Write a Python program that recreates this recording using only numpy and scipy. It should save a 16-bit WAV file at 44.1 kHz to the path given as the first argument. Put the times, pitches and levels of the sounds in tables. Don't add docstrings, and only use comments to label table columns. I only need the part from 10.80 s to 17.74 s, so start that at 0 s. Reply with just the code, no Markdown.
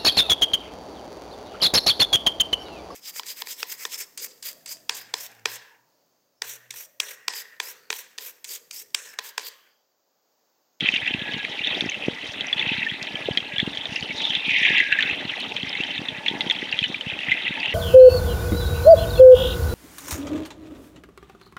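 import sys
import numpy as np
from scipy import signal
from scipy.fft import rfft, irfft
from scipy.io import wavfile
from scipy.ndimage import uniform_filter1d

SR = 44100
rng = np.random.default_rng(int(sys.argv[2]) if len(sys.argv) > 2 else 0)


def materialize(psi):
    bounded = np.clip(np.atleast_2d(psi).T, -1, 1)
    quanta = np.round(bounded * 32767).astype(np.int16)
    wavfile.write(sys.argv[1], SR, quanta)


N = 306054
TIME = np.arange(N) / SR

# pitch_hz, level_db
CLOUD_COLOUR = [(900, -28.5), (1350, -14), (1520, -8), (1640, -6.5), (1800, -3.5), (2000, 3), (2250, -2),
                (2700, 0.5), (3450, -1), (3850, -4), (4300, -14.5), (4900, -29), (7000, -58.5)]
# start_s, level_db
CRACKLE = [(0, -33), (1.1, -30.5), (1.37, -34.5), (1.5, -31), (2.45, -32.5), (3.05, -33), (3.25, -32),
           (4.1, -36.5), (4.42, -29.5), (4.65, -31.5), (5.0, -29), (5.35, -35), (5.85, -30.5),
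           (6.15, -35.5), (6.4, -31), (6.94, -32.5)]
# start_s, length_s, level_db, pitch_hz at mid-length
WAVELETS = [(-.05, 0.43, -27, 2710), (0.836, 0.21, -32.5, 3380), (1.748, 0.38, -28, 2380),
            (6.434, 0.49, -30.5, 2140)]


def cloud(calm_hz=2870, sink_octaves=0.97, favour_db=5, favour_octaves=0.28, far_db=-7):
    crackle = swarm(1423, 4945, per_s=900, spread_db=4.5, ring_s=0.00066)
    blur = coloured(rng.standard_normal(N), [(600, -39), (1200, 6.0), (5000, 1.0), (8000, -16)])
    calm = gain_of(follow(CRACKLE, TIME)) * wavering(depth_db=-1, per_s=11)
    spills = [swell(s, length, db, crest=0.25) for s, length, db, _ in WAVELETS]
    level = surging(calm, spills)

    weighted_hz = calm ** 2 * calm_hz * wavering(depth_db=-0.63, per_s=9)
    for spill, (s, length, _, hz) in zip(spills, WAVELETS):
        weighted_hz = weighted_hz + spill ** 2 * sinking(s, length, hz, sink_octaves)
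    prevailing_hz = weighted_hz / level ** 2

    def field_db(hz, t):
        away = np.log2(hz / np.interp(t, TIME, prevailing_hz)) / favour_octaves
        return read(CLOUD_COLOUR, hz) + favour_db * np.exp(-away ** 2 / 2)

    return shaped(crackle + gain_of(far_db) * blur, field_db, patchy_db=2.54) * level


# start_s, level_db before a small trim, pitch_hz of the lower edge
BREAKER = [(3.31, -68, 3670), (3.371, -30, 3760), (3.6, -27, 2570), (3.73, -20.5, 2070), (3.86, -19, 1760),
           (4.001, -20.5, 1810), (4.07, -30.5, 1680), (4.24, -27.5, 1500), (4.359, -39, 1620)]
# pitch_hz, level_db
BREAKER_COLOUR = [(1000, -22), (1500, -0.5), (2700, 5.5), (3200, 0.5), (3800, -3.5), (4400, -23),
                  (5200, -31), (7000, -27)]


def breaker(below_db=85, above_db=4, trim_db=0.6, large_db=3, large_spread_db=3, large_ring_s=0.0021, count=36):
    rush = swarm(1354, 5330, per_s=2000, spread_db=3.5, ring_s=0.00071, count=30)

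    def field_db(hz, t):
        octave = np.log2(hz / follow(BREAKER, t, axis=2))
        slope_db = below_db * np.minimum(octave, 0) - above_db * np.maximum(octave, 0)
        return read(BREAKER_COLOUR, hz) + slope_db

    start, end = BREAKER[0][0], BREAKER[-1][0]
    out = shaped(rush, field_db, patchy_db=1.0) * gain_of(follow(BREAKER, TIME) + trim_db)
    out *= (TIME > start) & (TIME < end)
    for u, v, w in rng.random((count, 3)):
        s = start + u * (end - start)
        edge_hz = follow(BREAKER, s, axis=2)
        hz = edge_hz * (3000 / edge_hz) ** w * 0.96
        grain = peaked(scattered(bubble(hz, large_ring_s), echo_db=-8, decay_s=.005))
        db = follow(BREAKER, s) + large_db + large_spread_db * (2 * v - 3.5)
        add(out, s, gain_of(db) * grain)
    return out


# start_s, level_db, pitch_hz, ring_s, echo_db
POPS = [(0.0064, -11.5, 3320, 0.001, -1), (0.0877, -1.5, 2570, 0.0015, -11), (0.1396, -10, 2730, 0.0015, 0),
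        (0.1598, -13, 2730, 0.002, -7), (0.1766, -21, 2370, 0.0015, -2), (0.2757, -11, 2675, 0.0028, -7),
        (0.339, -13, 2700, 0.002, -10), (0.536, -14, 3130, 0.0005, 7), (0.6492, -11.5, 2400, 0.00054, -5),
        (0.8714, -10, 3520, 0.0012, -3.5), (0.88, -21, 2680, 0.0023, -4), (0.9213, -20, 2650, 0.00084, -7),
        (1.0081, -6.5, 3420, 0.00065, -9), (1.6086, -13, 3310, 0.0014, -15),
        (1.728, -8.5, 3360, 0.003, -13), (1.794, -10, 3466, 0.0018, -1), (1.8126, -16.5, 2110, 0.0021, -15),
        (1.8902, -13, 2650, 0.0013, 0), (1.9081, -18, 2540, 0.0021, -9), (2.0638, -16, 1806, 0.0023, 0),
        (2.1137, -17, 1950, 0.0013, -8), (2.354, -15, 3120, 0.0016, -7), (2.5733, -4.5, 3270, 0.0014, -3),
        (2.782, -10, 3350, 0.0015, -5), (2.7932, -13.5, 1980, 0.00085, 0.5), (2.8, -8.5, 3420, 0.00091, -2),
        (2.9722, -14.5, 3250, 0.001, -2), (3.0552, -14, 3550, 0.0017, -9),
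        (3.1596, -13, 2740, 0.0019, -3.5), (3.2253, -15.5, 3010, 0.0017, -6),
        (3.3055, -19.5, 2220, 0.0018, 4), (3.4513, -11, 3500, 0.0022, -11), (3.506, -13, 3120, 0.0015, -7),
        (3.5513, -6.5, 3450, 0.0015, -11), (3.6927, -8.5, 2380, 0.0013, -9), (3.706, -12, 2570, 0.0015, -7),
        (3.8507, -3.5, 2160, 0.00074, -6), (3.8584, -11.5, 2180, 0.00094, 4),
        (3.9813, -4.5, 2700, 0.0016, -9), (4.0018, -4, 1980, 0.0023, -15), (4.119, -9.5, 1620, 0.0015, 2),
        (4.1243, -6, 2670, 0.0027, -24), (4.1871, -6.5, 1730, 0.0021, -5),
        (4.2066, -5.5, 2800, 0.00083, -11), (4.225, -7.5, 3280, 0.0005, 0), (4.2967, -12, 2600, 0.0028, -6),
        (4.311, -12, 2730, 0.0015, -7), (4.7203, -15.5, 2670, 0.0011, -16),
        (4.7654, -10, 3200, 0.00077, -7.5), (4.8299, -15, 3290, 0.0015, -7),
        (4.9512, -15.5, 2110, 0.0027, -12), (5.0073, -13.5, 2730, 0.0026, -19),
        (5.036, -9, 3060, 0.00097, -11), (5.106, -17.5, 3020, 0.0026, -9), (5.1788, -15, 3490, 0.0015, -2),
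        (5.2849, -13, 3420, 0.0011, -0.5), (5.461, -10, 2800, 0.0005, 12), (5.4815, -9, 3420, 0.0008, 1.5),
        (5.6074, -7.5, 3350, 0.00074, 0), (5.6986, -7.5, 3540, 0.0022, -14), (5.7099, -6, 3260, 0.0015, -8),
        (5.9257, -9.5, 2760, 0.0016, -7), (5.9434, -17, 2640, 0.0015, -11), (5.9896, -6, 3270, 0.0018, -10),
        (6.028, -12, 2570, 0.0022, -12), (6.039, -8.5, 3010, 0.0033, -3.5), (6.0445, -15, 2940, 0.0023, 0),
        (6.144, -14.5, 2370, 0.0022, -7), (6.2098, -13, 3010, 0.0017, -10), (6.3897, -14, 2780, 0.0013, -9),
        (6.4318, -17, 2530, 0.0023, -3), (6.4848, -14, 1980, 0.0013, -6), (6.5163, -6.5, 2100, 0.0013, 1),
        (6.5397, -14, 2600, 0.0013, -11), (6.6792, -11, 2600, 0.002, -10), (6.858, -11, 2800, 0.0016, -22)]


def pops(crack_db=-5.0, crack_share=1.96, crack_rise_s=0.000068, tick_db=-24, tick_decay_s=0.00046,
         faint_db=-23, faint_spread_db=6, count=30):
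    out, t = np.zeros(N), span(size=1024)
    faint = [(u * TIME[-1], faint_db + faint_spread_db * v, 2100 + 1450 * w, .0016, -7)
             for u, v, w in rng.random((count, 3))]
    for s, db, hz, ring_s, echo_db in list(POPS) + faint:
        burst = (1 - np.exp(-t / crack_rise_s)) * np.exp(-t / (crack_share * ring_s))
        crack = peaked(coloured(rng.standard_normal(len(t)), CLOUD_COLOUR) * burst)
        pop = bubble(hz, ring_s, glide=1.2) + gain_of(crack_db) * crack
        pop = scattered(pop, echo_db=echo_db, decay_s=0.0056)
        pop = softened(pop, low_hz=1590, high_hz=min(4300, 1.59 * hz))
        tick = rng.standard_normal(len(t)) * np.exp(-t / tick_decay_s)
        tick = peaked(softened(tick, low_hz=3330, high_hz=7250))
        add(out, s, gain_of(db) * peaked(pop))
        add(out, s, gain_of(db + tick_db) * tick)
    return out


# start_s, level_db relative to one another
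SNAPS = [(0.085, -19), (2.2281, 0.5), (2.5726, -16), (4.6018, -3), (5.7244, -6)]


def snaps(decay_s=.0003, echo_db=-8):
    out, t = np.zeros(N), span(size=256)
    for s, db in SNAPS:
        spike = evened(rng.standard_normal(len(t)) * np.exp(-t / decay_s))
        echo = softened(scattered(spike, echo_db=-1, decay_s=0.0047), low_hz=1800, high_hz=6000)
        add(out, s, gain_of(db) * spike)
        add(out, s + .003, gain_of(db + echo_db) * echo)
    colour = [(500, -41), (2000, -9), (4000, 5.5), (6000, -5.5), (8000, -8.0), (11000, -16), (15500, -30)]
    return gain_of(-60.5) * coloured(out, colour)


# start_s, level_db before a small trim, pitch_hz
PINGS = [(1.0595, -29, 5300), (1.0966, -22.5, 6200), (1.6682, -25.5, 5830), (2.534, -30, 4630),
         (2.5739, -15, 4050), (3.1577, -23, 5170), (3.208, -26, 4500), (4.605, -21.5, 3860),
         (4.893, -25.5, 5040), (5.914, -26, 4600), (6.8014, -26, 4600)]


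def pings(trim_db=-1):
    out = np.zeros(N)
    for s, db, hz in PINGS:
        ping = scattered(bubble(hz, ring_s=0.00068), echo_db=-1.0, decay_s=0.0018)
        add(out, s, gain_of(db + trim_db) * peaked(softened(ping, low_hz=3760, high_hz=7300)))
    return out


# start_s of the pulse centre, level_db before filtering, pitch_hz before lowering
SLOPS = [(0.0287, -21, 222), (0.0439, -21.5, 274), (0.1385, -26.5, 267), (0.3091, -25.5, 326),
         (0.3478, -17.5, 227), (0.4212, -24, 221), (0.4926, -26, 280), (0.5455, -25, 198),
         (0.5667, -25, 243), (0.9717, -22.5, 317), (1.0254, -20.5, 298), (1.0424, -20.5, 277),
         (1.062, -18, 287), (1.2844, -7, 324), (1.871, -22.5, 194), (1.9187, -19, 241),
         (1.9846, -24.5, 194), (2.1228, -26, 181), (2.3453, -25.5, 218), (2.4881, -10, 483),
         (2.5111, -19, 164), (2.5746, -24.5, 312), (2.7394, -27.5, 201), (2.8304, -15.5, 222),
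         (2.8772, -15, 262), (3.1238, -26, 192), (3.2293, -26.5, 172), (3.2996, -26.5, 238),
         (3.5024, -29.5, 182), (3.6824, -23.5, 253), (3.8177, -26, 257), (3.9068, -21, 272),
         (4.2537, -27, 238), (4.4534, -21, 244), (4.8356, -23, 225), (5.0043, -19.5, 276),
         (5.1945, -23.5, 207), (5.2181, -22.5, 270), (5.3866, -29.5, 205), (5.5143, -20.5, 279),
         (5.5392, -23, 342), (5.5534, -22, 275), (5.6674, -19.5, 274), (5.8293, -20, 327),
         (6.0211, -23.5, 173), (6.1019, -21.5, 265), (6.2705, -22, 178), (6.486, -26, 194),
         (6.709, -22, 229)]


def slops(lower=0.96, roundness=5.86, sharpening=4, edge_db=-16, edge_ratio=3.8,
          faint_db=-39, faint_spread_db=7, count=80):
    out, half_s = np.zeros(N), span(size=2048).mean()
    faint = [((k + u) * TIME[-1] / count, faint_db + faint_spread_db * v, 115 + 170 * w)
             for k, (u, v, w) in enumerate(rng.random((count, 3)))]
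    for s, db, hz in list(SLOPS) + faint:
        swing = roundness * max(hz / 300, 1) ** 3 / (1 + sharpening * gain_of(db))
        push = slop(lower * hz, rng.uniform(-0.74, -.1), swing)
        push = push + gain_of(db + edge_db) * slop(edge_ratio * hz, lean=-.6, roundness=3)
        push = signal.sosfilt(signal.butter(2, 0.25 * hz, "high", fs=SR, output="sos"), push)
        add(out, s - half_s, gain_of(db) * push)
    return out


def slop(hz, lean, roundness):
    t = span(size=2048)
    width_s = (2 * roundness + 1) / (2 * 2 * np.pi * hz)
    push = np.exp(1j * lean) / (1 - 1j * (t - t.mean()) / width_s) ** (roundness + 1)
    return push.real * signal.windows.hann(len(t))


# pitch_hz, level_db
FIZZ_COLOUR = [(2500, -35), (4200, 2), (5700, 1), (6750, -5.5), (7200, -18.5), (9500, -14.5), (11000, -22),
               (13000, -26), (15700, -27)]
# start_s, length_s, level_db
SPURTS = [(0.072, 0.11, -48), (.93, .16, -49.5), (1.44, 0.11, -46), (3.089, 0.16, -45), (3.307, 0.3, -46.5),
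          (3.63, 0.45, -45.5), (5.4, 0.55, -54)]


def fizz(calm_db=-54.5, far_db=-3.0):
    prickle = swarm(3660, 11900, per_s=800, spread_db=5.0, ring_s=0.00027, count=30)
    prickle += gain_of(far_db) * rng.standard_normal(N)
    calm = gain_of(calm_db) * wavering(depth_db=2, per_s=12)
    level = surging(calm, [swell(*row) for row in SPURTS])
    return shaped(prickle, lambda hz, t: read(FIZZ_COLOUR, hz), patchy_db=-0.4) * level


# pitch_hz, level_db
WASH_COLOUR = [(25, -33), (60, -12.5), (120, -12.5), (200, -5.5), (300, -1.5), (420, -6), (620, -7),
               (800, -6.5), (1080, -15), (1450, -10), (2500, -33), (5000, -38.5)]
# start_s, length_s, wash level_db, murmur level_db
EDDIES = [(0.436, 0.19, -41, -54), (0.836, 0.22, -39.5, -65), (1.723, 0.34, -43, -44),
          (2.3, 0.25, -41.5, -55), (3.357, 0.17, -42.5, -41.5), (3.822, 0.22, -40, -42.5),
          (4.187, 0.21, -39, -65), (4.54, 0.31, -40.5, -44.5), (5.38, 0.45, -40.5, -41.5),
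          (6.67, 0.26, -45, -47)]


def wash(calm_db=-43.5, far_db=5):
    gurgle = swarm(164.5, 1310, per_s=350, spread_db=2.0, ring_s=0.0014, count=16)
    gurgle += gain_of(far_db) * rng.standard_normal(N)
    eddies = shaped(gurgle, lambda hz, t: np.zeros((len(hz), len(t))), patchy_db=1.53)
    calm = gain_of(calm_db) * wavering(depth_db=0.9, per_s=12)
    surges = [swell(s, length, db, crest=0.43) for s, length, db, _ in EDDIES]
    return coloured(eddies, WASH_COLOUR) * surging(calm, surges)


def murmur(calm_db=-53, hz=872, width_hz=135):
    tone = resonate(resonate(rng.standard_normal(N), hz, width_hz), hz, width_hz)
    surges = [swell(s, length, db, crest=0.4) for s, length, _, db in EDDIES]
    return evened(tone * wavering(depth_db=4, per_s=19)) * surging(gain_of(calm_db), surges)


# start_s, length_s, level_db, pitch_hz at mid-length
RINGINGS = [(0.197, 0.51, -39.5, 1687), (2.274, 0.63, -42, 1671), (3.802, 0.49, -32, 1652),
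            (4.803, 1, -49.5, 1720), (6.42, .55, -48, 1735)]


def layer(width_hz=60, sink_octaves=0.097):
    out, noise, broken = np.zeros(N), rng.standard_normal(N), wavering(depth_db=6.0, per_s=18)
    for s, length, db, hz in RINGINGS:
        mode_hz = sinking(s, length, hz, sink_octaves)
        tone = resonate(resonate(noise, mode_hz, width_hz), mode_hz, width_hz)
        out += evened(tone * broken) * swell(s, length, db, crest=.45, fullness=.5)
    return out


# pitch_hz, level_db
HISS_COLOUR = [(20, -22.5), (1000, 3.5), (7000, -3.5), (10000, -9.5), (12500, -11), (15700, -22.5)]


def hiss(level_db=-57):
    return gain_of(level_db) * coloured(rng.standard_normal(N), HISS_COLOUR)


def swarm(lo_hz, hi_hz, per_s, spread_db, ring_s, count=40):
    out = np.zeros(N)
    for hz in np.geomspace(lo_hz, hi_hz, count):
        chance, size = rng.random((2, N))
        at = np.flatnonzero(chance < per_s / count / SR)
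        births = np.zeros(N)
        births[at] = gain_of(spread_db * np.minimum(-np.log(size[at] + 1e-9), 4))
        ring = bubble(hz, ring_s * rng.uniform(0.33, 1.88))
        grain = evened(scattered(ring, echo_db=1, decay_s=0.0047))
        out += np.sqrt(hz) * signal.oaconvolve(births, grain)[:N]
    return evened(out)


def bubble(hz, ring_s, glide=0.):
    t = span(size=1024)
    envelope = np.sqrt(t / ring_s) * np.exp(-t / ring_s)
    return peaked(envelope * np.sin(2 * np.pi * hz * t * (1 + glide * t)))


def scattered(x, echo_db, decay_s):
    t = span(size=2048)
    taps = rng.standard_normal(len(t)) * (rng.random(len(t)) < .1) * np.exp(-t / decay_s) * (t > .0008)
    taps *= gain_of(echo_db) / (np.linalg.norm(taps) + 1e-12)
    taps[0] = 1
    return signal.oaconvolve(x, taps)


def softened(x, low_hz, high_hz):
    band = [low_hz, min(high_hz, .45 * SR)]
    return signal.sosfilt(signal.butter(5, band, "band", fs=SR, output="sos"), x)


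def resonate(x, hz, width_hz):
    turn = np.exp(2j * np.pi * np.cumsum(hz * np.ones(len(x))) / SR)
    r = np.exp(-np.pi * width_hz / SR)
    return 2 * (turn * signal.lfilter([1 - r], [1, -r], x / turn + 1e-18)).real


def shaped(x, field_db, patchy_db):
    hz, t, z = signal.stft(x, SR, nperseg=512, noverlap=384)
    shape = gain_of(field_db(hz[:, None] + 1, t))
    clumps = rng.standard_normal(z.shape)
    for _ in range(2):
        clumps = uniform_filter1d(uniform_filter1d(clumps, size=9, axis=1), size=13, axis=0)
    shape = shape / np.linalg.norm(shape, axis=0)
    shape = shape * gain_of(patchy_db * np.clip(evened(clumps), -2, 2))
    return evened(signal.istft(z * shape, SR, nperseg=512, noverlap=384)[1][:N])


def coloured(x, points):
    gain = gain_of(read(points, np.fft.rfftfreq(len(x), 1 / SR)))
    return evened(irfft(rfft(x) * gain, len(x)))


def wavering(depth_db, per_s):
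    knots = np.arange(0, TIME[-1] + 1, 1 / per_s)
    drift = np.clip(rng.standard_normal(N)[:len(knots)], -2, 2)
    return gain_of(depth_db * np.interp(TIME, knots, drift))


def swell(start, length, db, crest=0.39, fullness=0.63):
    u = np.clip((TIME - start) / length, 0, 1)
    phase = np.interp(u, [0, np.clip(crest, .05, .95), 1], [0, .5, 1])
    return gain_of(db) * np.maximum(np.sin(np.pi * phase), 0) ** fullness


def sinking(start, length, hz, octaves):
    return hz * 2 ** (octaves * (.5 - np.clip((TIME - start) / length, 0, 1)))


def surging(calm, swells):
    return np.sqrt(calm ** 2 + sum(s ** 2 for s in swells))


def gain_of(db):
    return 10 ** (np.asarray(db) / 20)


def evened(x):
    return x / np.sqrt(np.mean(x ** 2) + 1e-20)


def peaked(x):
    return x / (abs(x).max() + 1e-12)


def read(points, hz):
    f, value = np.transpose(points)
    return np.interp(np.log(hz + 1), np.log(f + 1), value)


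def follow(rows, t, axis=1):
    rows = np.asarray(rows)
    return np.interp(t, rows[:, 0], rows[:, axis])


def add(mix, s, sound):
    part = mix[max(round(s * SR), 0):][:len(sound)]
    part += sound[:len(part)]


def span(size):
    return np.arange(size) / SR


def scene():
    water = cloud() + breaker() + layer() + fizz() + wash() + murmur()
    close = pops() + pings() + snaps() + slops()
    return (water + close + hiss())[None]


# pitch_hz, width_hz
NOTCHES = [(2890, 104), (7850, 28), (11700, 1340)]


def record(dry, edge_hz=15780):
    for hz, width_hz in NOTCHES:
        dry = signal.lfilter(*signal.iirnotch(hz, hz / width_hz, SR), dry)
    lowpass = signal.firwin(1023, edge_hz, window=("kaiser", 9), fs=SR)
    return signal.oaconvolve(dry, lowpass[None], "same")


dry = scene()
out = record(dry)
materialize(out)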